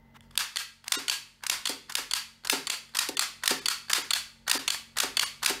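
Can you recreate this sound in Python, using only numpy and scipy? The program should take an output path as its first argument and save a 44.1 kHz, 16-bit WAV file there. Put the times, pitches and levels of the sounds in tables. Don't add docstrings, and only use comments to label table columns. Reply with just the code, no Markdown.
import sys
import numpy as np
from scipy import signal
from scipy.fft import rfft, irfft
from scipy.io import wavfile
from scipy.ndimage import uniform_filter1d

SR = 44100
rng = np.random.default_rng(int(sys.argv[2]) if len(sys.argv) > 2 else 0)


def boost_factor(decibels):
    exponent = np.asarray(decibels, float) / 20
    return 10 ** exponent


def to_wav(sig):
    pcm = np.clip(np.atleast_2d(sig), -1, 1) * 32767
    pcm = np.round(pcm).astype(np.int16)
    wavfile.write(sys.argv[1], SR, pcm.T)


N = 246959


def evened(x):
    return x / np.sqrt(np.mean(x ** 2) + 1e-20)


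def read(points, hz):
    f, value = np.transpose(points)
    return np.interp(np.log(hz + 1), np.log(f + 1), value)


def add(mix, s, sound):
    part = mix[round(s * SR):][:len(sound)]
    part += sound[:len(part)]


def coloured(x, points):
    return irfft(rfft(x) * boost_factor(read(points, np.fft.rfftfreq(len(x), 1 / SR))), len(x))


def ring(modes, t):
    return sum(boost_factor(db - 60 * t / t60) * np.sin(2 * np.pi * hz * t) for hz, db, t60 in modes)


def gain_control_db():
    settle_db, fall_s, creep_db_per_s = -10.5, 0.01, 1.51
    since = np.maximum(np.arange(N) / SR - SNAPS[0][0], 0)
    fall = 1 - np.exp(-since / fall_s)
    return settle_db * fall + creep_db_per_s * since


# shaft_order, level_db
FAN_ORDERS = [(1, -4), (2, 1), (3, 3), (4, -5), (5, 5.5), (20, -9), (44.6, -7.5)]
# freq_hz, level_db
AIR = [(15, -43), (25, -8), (229, -22), (293, -27.5), (384, -27.5), (641, -26.5), (714, -36), (911, -22.5),
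       (988, -34), (1610, -37), (2050, -29), (2220, -42.5), (16000, -23)]


def fan():
    level_db, shaft_hz = -48, 45.7
    turn = 2 * np.pi * shaft_hz * np.arange(N) / SR
    lines = np.zeros(N)
    for order, db in FAN_ORDERS:
        waver = evened(uniform_filter1d(uniform_filter1d(rng.standard_normal(N), 3000), 3000))
        phase = .25 * waver + 2 * np.pi * rng.random()
        lines += boost_factor(db + 1.5 * waver) * np.sin(order * turn + phase)
    air = evened(coloured(rng.standard_normal(N), AIR))
    air = coloured(air, [(33, -37), (42, 6.5), (150, -7.0), (220, 3.0), (3000, 0), (9000, -26.5)])
    return boost_factor(level_db + gain_control_db()) * (boost_factor(-14.0) * lines + boost_factor(-2.0) * air)


# delay_s, level_db
WALLS = [(0.0153, -13), (.0165, -16), (0.0212, -12), (0.0269, -13), (.031, -14), (0.036, -17), (.042, -17)]
# freq_hz, t60_s
ROOM_DECAY = [(250, 0.44), (660, 0.25), (1740, 0.33), (4590, 0.29), (12100, 0.23)]
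# freq_hz, level_db
ROOM_COLOUR = [(300, -2.5), (1200, -1), (2500, -7), (5000, -9), (9000, -9.5), (15000, -10)]


def room(x):
    taps = np.zeros(SR)
    at = np.arange(0, SR - 8, 8)
    taps[at + rng.integers(0, 8, len(at))] = rng.choice([-1., 1.], len(at))
    hz, t, z = signal.stft(taps, SR, nperseg=256)
    t60 = read(ROOM_DECAY, hz)[:, None]
    decay = boost_factor(-60 * t / t60)
    adjoining = boost_factor(-21.5 - 60 * t / (2.74 * t60))
    tail = signal.istft(z * (decay + adjoining), SR, nperseg=256)[1][:SR]
    t = np.arange(len(tail)) / SR
    tail *= np.interp(t, [.002, .0115, .0145, .032], [.1, .11, .55, 1.1])
    tail /= np.linalg.norm(tail)
    for s, db in WALLS:
        add(tail, s, boost_factor(db) * np.ones(1))
    return signal.fftconvolve(x, coloured(tail, ROOM_COLOUR))[:N]


# start_s, thump_db, slap_db (re thump)
LANDINGS = [
    (0.968, -27.5, -31),
    (1.694, -25.5, 11),
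    (1.983, -30, -16),
    (2.525, -19.5, -1),
    (3.089, -21.5, 7),
    (3.508, -18, 8.5),
    (3.98, -26, 6),
    (4.55, -22.5, 7),
    (5.033, -21, 5),
    (5.498, -20.5, 7),
]
# freq_hz, level_db, t60_s
BOX = [(161.7, -11.5, 0.23), (267, -4.5, 0.099), (320.3, 6.5, 0.039), (397.8, -5.5, 0.16), (491, 4, 0.041),
       (567, 0, 0.041), (747.6, -8, 0.098), (897, 2.5, 0.048)]
# freq_hz, level_db
CRACK = [(180, -74), (300, -30), (2400, -7), (3590, -6), (4100, -4), (4610, 0), (5640, -5.5), (9180, -7),
         (14700, -14.5), (16900, -40)]


def landings():
    out, t = np.zeros(N), np.arange(SR // 4) / SR
    for s, db, slap_db in LANDINGS:
        spot = boost_factor(1.5 * rng.standard_normal(len(BOX)))
        panels = sum(k * ring([mode], t + rng.random() / mode[0]) for k, mode in zip(spot, BOX))
        thump = panels * np.minimum(t / .006, 1) ** 2
        slap = coloured(rng.standard_normal(len(t)) * np.exp(-t / 0.0061), CRACK)
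        thump /= np.abs(thump).max()
        slap /= np.abs(slap).max()
        add(out, s - .001, boost_factor(db) * (thump + boost_factor(slap_db) * slap))
    return out


# start_s, length_s, level_db
RUBS = [
    (0.143, 0.025, -44),
    (0.856, .022, -39.5),
    (1.424, 0.031, -37),
    (1.89, 0.02, -36),
]


def glove():
    swell_db, stop_s = -14, .008
    grit = boost_factor(4.0 * rng.standard_normal(N))
    grain = coloured(rng.standard_normal(N) * grit, [(500, -21), (900, 17.0), (2000, 10), (9000, -10)])
    t = np.arange(N) / SR
    strokes = np.zeros(N)
    for s, length, db in RUBS:
        swell = swell_db * np.maximum(1 - (t - s) / length, 0).clip(0, 1)
        stop = np.minimum(20 * np.maximum(t - s - length, 0) / stop_s, 200)
        strokes += (t > s) * boost_factor(db + swell - stop)
    return evened(grain) * strokes


def click(shell, low_db, length_ms, crack_db):
    t = np.arange(1024) / SR
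    u = t / (max(length_ms, .3) / 1000)
    contacts = rng.standard_normal(len(t)) * boost_factor(2.47 * rng.standard_normal(len(t)))
    contacts *= u ** 2.93 * np.exp(-2.1 * u) + 0.14 * np.exp(-u / 3.53)
    shift = 1 + .015 * rng.standard_normal(len(shell))
    modes = [(hz * k, db, 2.2 / width) for (hz, width, db), k in zip(shell, shift)]
    body = evened(signal.fftconvolve(contacts, ring(modes, t))[:len(t)])
    sound = body + boost_factor(crack_db) * evened(coloured(contacts, CRACK))
    spectrum = rfft(contacts)
    flat = irfft(spectrum / np.abs(spectrum))
    spread = boost_factor(-7.0) * body + boost_factor(crack_db) * evened(coloured(flat, CRACK))
    shelf = [(1700, low_db + 17.5), (2300, 0)]
    sound, spread = (coloured(np.pad(v, (64, 0)), shelf) for v in (sound, spread))
    return np.array([sound, spread]) / np.abs(sound).max()


def strike(near, sent, rows, shell, low_db, room_db, crack_db):
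    focus = 0.16
    usual_db = np.mean(rows, axis=0)[1]
    for k, (s, db, length_ms) in enumerate(rows):
        sound, spread = boost_factor(db + 3.5) * click(shell, low_db, length_ms, crack_db)
        add(near, s - .0017, sound)
        add(sent[k % 3], s - .0017, boost_factor(room_db - focus * (db - usual_db)) * spread)


# start_s, level_db, length_ms
GRIPS = [
    (.2075, -42, 0.33),
    (.3085, -44.5, 2.1),
    (.3545, -33, 1),
    (.3665, -66, .6),
    (.8415, -38.5, 1.8),
    (.862, -45, 2.1),
    (2.89, -46, 2.4),
]
# freq_hz, width_hz, level_db
GRIP_SHELL = [(1700, 500, -8), (3450, 70, -6), (3600, 500, 0), (5200, 600, -5)]


def grips(near, sent):
    strike(near, sent, GRIPS, GRIP_SHELL, -12, 3, 2.3)


# start_s, level_db, length_ms
TICKS = [(1.408, -50.5, 0.82), (1.885, -44.5, 1.3), (2.437, -39.5, 0.65), (2.938, -43, 1.2),
         (3.424, -41, 2.1), (3.432, -46, 1.5), (3.883, -35, 1.3), (3.89, -50, 1.5), (4.467, -34, 3.2),
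         (4.959, -37.5, 1.4), (5.421, -34, 1.4)]
# freq_hz, width_hz, level_db
TICK_SHELL = [(1890, 83, -26), (3380, 500, -27), (4470, 190, 19)]


def ticks(near, sent):
    strike(near, sent, TICKS, TICK_SHELL, 0, 18.4, -7)


# start_s, level_db, length_ms
KNOCKS = [(0.609, -33.5, 0.84), (1.119, -32, 1.2), (1.699, -28, 1.4), (2.162, -45, 1.3), (2.738, -29, 1.9),
          (3.222, -24, 1.2), (3.712, -25.5, 1.23), (4.161, -21, 1.5), (4.744, -22.5, 1.75),
          (5.23, -17.5, 1.8)]
# freq_hz, width_hz, level_db
KNOCK_SHELL = [(1010, 230, -6), (1350, 300, -1), (1670, 210, 2), (2460, 500, -10)]


def knocks(near, sent):
    strike(near, sent, KNOCKS, KNOCK_SHELL, -22, -11, -8)


# start_s, level_db, length_ms
NUDGES = [(1.4356, -22.5, 1.8), (1.8962, -25.5, 3), (2.4479, -25, 2.7), (2.9482, -20.5, 4.8),
          (3.4358, -18.5, 2.4), (3.897, -17, 3.5), (4.4782, -17.5, 2.2), (4.9681, -15.5, 3.9),
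          (5.4289, -16, 3.1)]
# freq_hz, width_hz, level_db
NUDGE_SHELL = [(1110, 150, -8), (3350, 460, -1), (3900, 940, 24), (7080, 320, 10), (8300, 180, 6),
               (12500, 660, -16), (14300, 330, -71)]


def nudges(near, sent):
    strike(near, sent, NUDGES, NUDGE_SHELL, -8, -9, 7.8)


# start_s, level_db, length_ms
PAWLS = [(0.8806, -18.5, 0.66), (1.4656, -17, 1.6), (1.922, -25, 1.3), (2.4714, -20, 1.3),
         (2.9692, -13.5, 1.4), (3.4574, -16.5, 1.9), (3.9126, -22, 2.5), (4.4965, -15, 3),
         (4.9853, -13.5, 1.26), (5.446, -13.5, 2)]
# freq_hz, width_hz, level_db
PAWL_SHELL = [(1740, 450, 26), (2860, 150, -41), (4280, 330, 9), (6230, 440, 21), (9500, 480, 46),
              (12500, 350, 30), (11300, 1200, 11)]


def pawls(near, sent):
    strike(near, sent, PAWLS, PAWL_SHELL, -11.5, -5, 11.4)


# start_s, level_db, length_ms
RETURNS = [(0.5593, -20, 0.55), (1.0816, -15.5, 0.88), (1.6547, -15.5, 1.8), (2.111, -17, 1.05),
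           (2.6701, -16.5, 0.9), (3.1695, -14.5, 1.17), (3.6578, -11.5, 1.26), (4.1065, -11, 1.2),
           (4.6781, -11.5, 1.52), (5.1692, -9, 1.26)]
# start_s, level_db, length_ms
RESETS = [(0.5693, -12.5, 1.11), (1.0973, -10, 1.3), (1.6706, -14, 2), (2.135, -11.5, 1.3),
          (2.6988, -14.5, 2.08), (3.1935, -9, 1.24), (3.684, -10, 1.34), (4.1345, -9, 1.41),
          (4.703, -13, 1.37), (5.195, -9.5, 0.99)]
# freq_hz, width_hz, level_db
RETURN_SHELL = [(1480, 250, -8), (2080, 250, -9), (3500, 420, 0), (4500, 260, 0), (7500, 400, -9),
                (8900, 550, -8), (10900, 500, -11)]


def releases(near, sent):
    bounces = [(s + 0.004, db - 6.5, 1.77) for s, db, _ in RETURNS]
    strike(near, sent, RETURNS, RETURN_SHELL, -27, -8.5, -1)
    strike(near, sent, bounces, RETURN_SHELL, -15.5, -10, -1.5)
    strike(near, sent, RESETS, RETURN_SHELL, -24, 6.16, 1)


# freq_hz, level_db, t60_s
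SPRING = [(4680, -29, 0.2), (4570, -28, 0.28), (4480, -28, 0.18), (1630, -33, 0.15), (2260, -35, 0.17),
          (2600, -33, 0.2), (3470, -31, 0.15)]


def spring(near, sent):
    level_db, room_db = -4.5, 7.5
    t = np.arange(SR // 2) / SR
    for s, db, _ in RETURNS + RESETS:
        coils = []
        for hz, mode_db, t60 in SPRING:
            bent_hz = hz * (1 + .006 * rng.standard_normal())
            coils.append((bent_hz, mode_db + 3 * rng.standard_normal(), t60))
        twang = boost_factor(db + level_db) * ring(coils, t)
        add(near, s, twang)
        add(sent[0], s, boost_factor(room_db) * twang)


# start_s, level_db, length_ms
SNAPS = [(0.3762, -6.5, 0.74), (0.9207, -8, 1.4), (1.4977, -9.5, 1.27), (1.9526, -8, 1.42),
         (2.4978, -6.5, 1.4), (2.988, -9, 1.9), (3.4771, -3.5, 1.09), (3.932, -6, 1.3),
         (4.5137, -5.5, 0.96), (5.001, -7.5, 2), (5.4607, -5, 1.36)]
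# freq_hz, width_hz, level_db
SNAP_SHELL = [(1530, 850, -44), (3020, 130, 8.5), (3920, 310, 24.5), (5230, 100, -12), (5300, 210, 10),
              (6640, 460, 13), (7540, 300, 15), (9900, 110, 12.5)]


def snaps(near, sent):
    strike(near, sent, SNAPS, SNAP_SHELL, -15.5, 4.44, 7.4)


def gun():
    near, sent = np.zeros(N), np.zeros((3, N))
    for part in (grips, ticks, knocks, nudges, pawls, releases, spring, snaps):
        part(near, sent)
    return near, sent


def scene():
    near, sent = gun()
    far = landings()
    clicks = coloured(near + sum(room(x) for x in sent), [(300, -10.5), (650, -6), (1000, 1.0)])
    thumps = coloured(far + room(boost_factor(-7.5) * far), [(110, -27.0), (240, 0)])
    return (clicks + thumps + fan() + glove())[None]


def limiter(x):
    squeezed = 0.45 * np.tanh(x / 0.64) - 0.7 * x
    return 0.7 * x + coloured(squeezed, [(300, -40), (700, 0)])


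def band_edge(x):
    edge_hz, attack_edge_hz, attack_db = 15850, 16800, 7.5
    below = coloured(x, [(edge_hz - 80, 0), (edge_hz + 160, -70)])
    above_curve = [(attack_edge_hz - 400, -3), (attack_edge_hz, -12), (attack_edge_hz + 150, -90)]
    above = coloured(x - below, above_curve)
    power = uniform_filter1d(above ** 2, 128) / (uniform_filter1d(above ** 2, 1200) + 1e-14)
    gate = uniform_filter1d(1. * (power > boost_factor(2 * attack_db)), 128)
    return below + gate * above


# centre_s, length_ms, band_hz, top_hz
THINNED = [
    (.972, 34, 650, 7800),
    (2.515, 20, 1200, 6400),
    (3.162, 16, 1900, 5200),
    (3.606, 18, 700, 8000),
    (4.033, 14, 600, 7200),
    (4.508, 8, 900, 6000),
    (4.586, 13, 2300, 5600),
    (5.252, 18, 900, 9000),
    (5.455, 8, 1300, 9000),
    (1.965, 6, 1500, 5500),
]


def thinned(x):
    out = x.copy()
    for s, length_ms, band_hz, top_hz in THINNED:
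        size = round(1.3 * length_ms / 1000 * SR)
        fade = signal.windows.tukey(size, .75)
        piece = x[round(s * SR) - size // 2:][:size]
        z = rfft(piece * fade)
        step = round(band_hz * size / SR)
        low = round(550 * size / SR)
        bands = z[low:][:round(top_hz / band_hz - .5) * step].reshape(-1, step)
        size_of = np.abs(bands)
        strongest = size_of == size_of.max(axis=1, keepdims=True)
        kept = bands * strongest / size_of * np.linalg.norm(bands, axis=1, keepdims=True)
        kept *= boost_factor(3.0 * rng.standard_normal((len(kept), 1)))
        lines = np.concatenate([z[:low], kept.ravel(), 0 * z])[:len(z)]
        add(out, s - size // 2 / SR, fade * (irfft(lines, size) - piece))
    return out


def roll_off(x):
    return signal.sosfilt(signal.butter(12, 16970, fs=SR, output="sos"), x)


def record(dry):
    mix = thinned(band_edge(limiter(dry[0])))[None]
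    return roll_off(mix)


dry = scene()
out = record(dry)
to_wav(out)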